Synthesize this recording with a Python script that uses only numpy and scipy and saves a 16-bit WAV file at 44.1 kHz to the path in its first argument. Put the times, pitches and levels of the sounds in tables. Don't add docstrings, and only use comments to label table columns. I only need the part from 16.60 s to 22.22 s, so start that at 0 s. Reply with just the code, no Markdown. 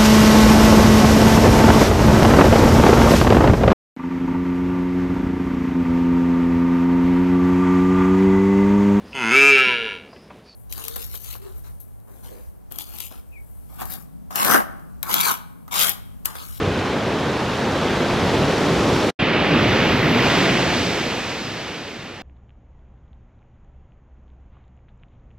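import sys
import numpy as np
from scipy import signal
from scipy.fft import rfft, irfft
from scipy.io import wavfile
from scipy.ndimage import uniform_filter1d

SR = 44100
rng = np.random.default_rng(int(sys.argv[2]) if len(sys.argv) > 2 else 0)


def generate_wav(signal):
    frames = np.transpose(np.atleast_2d(signal))
    scaled = np.clip(frames, -1, 1) * 32767
    pcm = np.round(scaled).astype(np.int16)
    wavfile.write(sys.argv[1], SR, pcm)


N = 247842
TIME, HZ = np.arange(N) / SR, np.fft.rfftfreq(N, 1 / SR)

# (calm level [dB], full level [dB], middle [s], length [s])
BREAKER_BUILD = [(-23, -19.5, 1.51, 0.8), (-27, -24, 1.1, 1.6), (-42, -32.5, 1.2, 3.7)]
# (crest [s], rise time [s], roar [dB], rush [dB], fizz [dB])
SWASH_SURGES = [(3.13, 1, -19, -20, -44.5), (3.671, 0.081, -21, -20, -34)]
# (gain over the rise time [dB], hold [s], fade [dB/s])
SURGE_COURSE = [(2.2, 0.23, 13), (2.6, 0.074, 11), (7.0, 0.66, 13.5)]
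# (frequency [Hz], likeness [0-1], lead of the left [rad])
BREAKER_STEREO = [(100, 0.981, -0.03), (400, 0.981, -0.04), (1500, 0.92, -0.03), (4000, 0.86, -0.0),
                  (6500, 0.67, 0.1), (8000, 0.37, 0.41), (9500, 0.3, 2.13), (14000, 0.46, 2.94)]
SWASH_STEREO = [(100, 0.996, -0.03), (250, 0.985, -0.22), (650, 0.97, -0.4), (2200, 0.96, -0.28),
                (3000, 0.94, -0.48), (3800, 0.89, -0.88), (4600, 0.87, -1.3), (6400, 0.76, -1.38),
                (7800, 0.67, -2.15), (9700, 0.9, -3.14), (12400, 0.39, -2.04), (14000, 0.76, -2.99)]

# (peak [s], half width [s], level [dB])
PLUNGE_SWELLS = [(1.5, 0.073, -26), (1.77, 0.06, -30), (2.09, 0.046, -23), (2.45, 0.057, -23.5),
                 (2.98, 0.062, -19.5), (3.26, 0.14, -27), (3.49, 0.053, -20), (3.8, 0.17, -25)]
SPRAY_SWELLS = [(3.22, 0.27, -33), (3.76, 0.22, -32.5), (4.18, 0.14, -32.5), (4.8, 0.45, -39)]
SIZZLE_SWELLS = [(3.2, 0.36, -52), (3.6, 0.2, -48), (4.3, 0.4, -75)]
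EDDY_SWELLS = [(1.68, 0.15, -38), (2.22, 0.067, -46), (3.63, 0.088, -46)]
GUST_SWELLS = [(0.08, 0.062, -24), (0.65, 0.38, -38), (1.75, 0.2, -28.5), (2.23, 0.12, -30),
               (3.2, 0.15, -27), (3.65, 0.1, -30.5), (5.47, 0.092, -50)]

# (frequency [Hz], relative spectral level [dB])
BREAKER_SPECTRUM = [(20, -29), (40, -13.5), (65, -6.5), (100, -1.5), (240, 1), (450, 0), (700, -6.5),
                    (1200, -9.5), (2200, -15), (3400, -17), (6000, -26), (9000, -36), (12500, -38),
                    (15000, -54)]
SWASH_SPECTRUM = [(20, -28.0), (45, -13.5), (100, -3), (250, 0), (430, -2.7), (700, -7), (1020, -10.6),
                  (1400, -11.2), (2000, -10.4), (2600, -10.5), (4200, -16.5), (6300, -23.4), (8000, -29),
                  (10000, -39), (12400, -36.8), (15000, -48.5)]
PLUNGE_SPECTRUM = [(40, -43), (100, -25), (150, -0.5), (270, -1.5), (370, -4), (520, -16.5), (1500, -77)]
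SPRAY_SPECTRUM = [(1200, -30), (2200, -5), (3000, -2), (3900, 0), (4900, -1), (6200, -8), (8000, -18),
                  (10500, -27), (12500, -25), (15000, -30)]
SIZZLE_SPECTRUM = [(7000, -60), (10000, -16), (11300, -3), (12400, 0), (13500, -5), (15000, -12)]
EDDY_SPECTRUM = [(10, -28), (35, -1), (70, 2), (130, -1.5), (300, -6), (1000, -51), (4000, -89)]
GUST_SPECTRUM = [(10, -43), (25, -24), (50, -18.5), (95, -5), (140, -5), (300, -28), (1000, -59),
                 (4000, -93)]

STOP_S, RESUME_S = 2.509, 2.5895
FAINT_ROAR_DB, CALM_EDDY_DB, CALM_GUST_DB = -43.5, -59.5, -52
BAND_LIMIT_HZ = 15100


def breaker():
    foam = bubbles(per_s=2500, spread_db=3.0, decay_cycles=3.5, low_hz=509, high_hz=9370)
    water = unit_rms(churn(patchy_db=0.93) + gain_of(-8.5) * foam)
    pair = stereo_spectra(water, BREAKER_SPECTRUM, BREAKER_STEREO, left_db=-0.5)
    return surf(pair, [build_db(*band) for band in BREAKER_BUILD], flutter_db=0.46)


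def build_db(calm_db, full_db, middle_s, length_s):
    phase = np.clip((TIME - middle_s) / length_s, -.5, .5)
    return calm_db + (full_db - calm_db) * (1 + np.sin(np.pi * phase)) / 2


def swash():
    foam = bubbles(per_s=2200, spread_db=4.0, decay_cycles=6.0, low_hz=502, high_hz=8770)
    water = unit_rms(churn(patchy_db=1.04) + gain_of(-11.5) * foam)
    pair = stereo_spectra(water, SWASH_SPECTRUM, SWASH_STEREO, left_db=-1.5)
    return surf(pair, surges_db(), flutter_db=0.11)


def surges_db():
    swell_db, hold_s, fade_db_per_s = np.transpose(SURGE_COURSE)[:, :, None]
    power = np.zeros((3, N))
    for crest_s, rise_s, *peak_db in SWASH_SURGES:
        before_db = swell_db * np.maximum(crest_s - TIME, 0) / rise_s
        after_db = fade_db_per_s * np.maximum(TIME - crest_s - hold_s, 0)
        power += gain_of(np.array(peak_db)[:, None] - before_db - after_db) ** 2
    power[0] += gain_of(FAINT_ROAR_DB) ** 2
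    return 10 * np.log10(power + 1e-20)


def surf(pair, levels_db, flutter_db):
    roar = 1 / (1 + (HZ / 700) ** 4)
    fizz = 1 - 1 / (1 + (HZ / 4000) ** 6)
    rush = 1 - roar - fizz
    wave = np.zeros((2, N))
    for band, level_db in zip([roar, rush, fizz], levels_db):
        rms = np.std(irfft(pair.mean(0) * np.sqrt(abs(band)), N))
        wave += irfft(pair * band, N) / rms * gain_of(level_db)
    return wave * gain_of(flutter_db * drift(rate_hz=55))


def churn(patchy_db):
    cells = signal.stft(rng.standard_normal(N), nperseg=1024)[2]
    patches = uniform_filter1d(rng.standard_normal(cells.shape), size=14, axis=0)
    patches = unit_rms(uniform_filter1d(patches, size=7, axis=1))
    water = signal.istft(cells * gain_of(patchy_db * patches), nperseg=1024)[1]
    return unit_rms(water[:N])


def bubbles(per_s, spread_db, decay_cycles, low_hz, high_hz, pitches=28):
    foam = np.zeros(N)
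    for hz in np.geomspace(low_hz, high_hz, pitches):
        cycles = np.arange(0, 2 * np.pi * decay_cycles, hz / SR)
        ring = np.sin(2 * np.pi * cycles) * np.exp(-cycles / decay_cycles)
        births = rng.random(N) < per_s / pitches / SR
        strengths = gain_of(spread_db * np.minimum(rng.exponential(1, N), 4))
        foam += hz * signal.oaconvolve(births * strengths, ring)[:N]
    return unit_rms(foam)


def plunges():
    pockets = rumble(PLUNGE_SPECTRUM, lumpy_db=3.0)
    return pockets * swelling(PLUNGE_SWELLS) * gain_of([[-0.4], [0.4]])


def foam_hiss(spectrum, swells):
    pair = irfft(stereo_spectra(rng.standard_normal(N), spectrum, SWASH_STEREO, left_db=-0.5), N)
    return unit_rms(pair) * swelling(swells)


def wind():
    eddies = np.array([rumble(EDDY_SPECTRUM, lumpy_db=4.0) for port in range(2)])
    gusts = rumble(GUST_SPECTRUM, lumpy_db=1.5)
    eddy_strength = np.hypot(gain_of(CALM_EDDY_DB), swelling(EDDY_SWELLS))
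    gust_strength = np.hypot(gain_of(CALM_GUST_DB), swelling(GUST_SWELLS))
    return eddies * eddy_strength + gusts * gust_strength


def rumble(spectrum, lumpy_db):
    noise = irfft(rfft(rng.standard_normal(N)) * gain_of(over_hz(spectrum)[0]), N)
    return unit_rms(noise * gain_of(lumpy_db * drift(rate_hz=12)))


def stereo_spectra(water, spectrum, stereo, left_db):
    likeness, lead_rad = over_hz(stereo)
    short_waves = HZ ** 2 / (HZ ** 2 + 120 ** 2)
    likeness = 1 - short_waves * (1 - np.clip(likeness, 0, 1))
    left = rfft(water)
    unshared = rfft(rng.standard_normal(N))
    right = likeness * np.exp(-1j * lead_rad) * left + np.sqrt(1 - likeness ** 2) * unshared
    shade = gain_of(left_db * HZ / (HZ + 600))
    return np.array([left * shade, right]) * gain_of(over_hz(spectrum)[0])


def swelling(swells):
    powers = [gain_of(db) ** 2 * np.exp(-((TIME - peak_s) / width_s) ** 2)
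              for peak_s, width_s, db in swells]
    return np.sqrt(sum(powers))


def drift(rate_hz):
    return unit_rms(irfft(rfft(rng.standard_normal(N)) / (1 + (HZ / rate_hz) ** 2) ** 2, N))


def over_hz(table):
    row_hz, *columns = np.transpose(table)
    return [np.interp(np.log(HZ + 1), np.log(row_hz + 1), column) for column in columns]


def gain_of(db):
    return 10 ** (np.asarray(db) / 20)


def unit_rms(x):
    return x / np.sqrt(np.mean(x ** 2) + 1e-20)


def scene(close_s=0.011, open_s=0.0093, tail_db=-27, tail_fall_db_per_s=1400):
    tail = gain_of(tail_db - tail_fall_db_per_s * np.maximum(TIME - STOP_S, 0))
    first_spot = np.maximum(np.clip((STOP_S - TIME) / close_s, 0, 1), tail)
    second_spot = np.clip((TIME - RESUME_S) / open_s, 0, 1)
    spray = foam_hiss(SPRAY_SPECTRUM, SPRAY_SWELLS)
    sizzle = foam_hiss(SIZZLE_SPECTRUM, SIZZLE_SWELLS)
    waves = first_spot * breaker() + second_spot * (swash() + spray + sizzle)
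    return waves + (first_spot + second_spot) * (plunges() + wind())


def record(dry):
    low_pass = signal.firwin(511, BAND_LIMIT_HZ, window=("kaiser", 9), fs=SR)
    return signal.oaconvolve(dry, low_pass[None], "same")


dry = scene()
out = record(dry)
generate_wav(out)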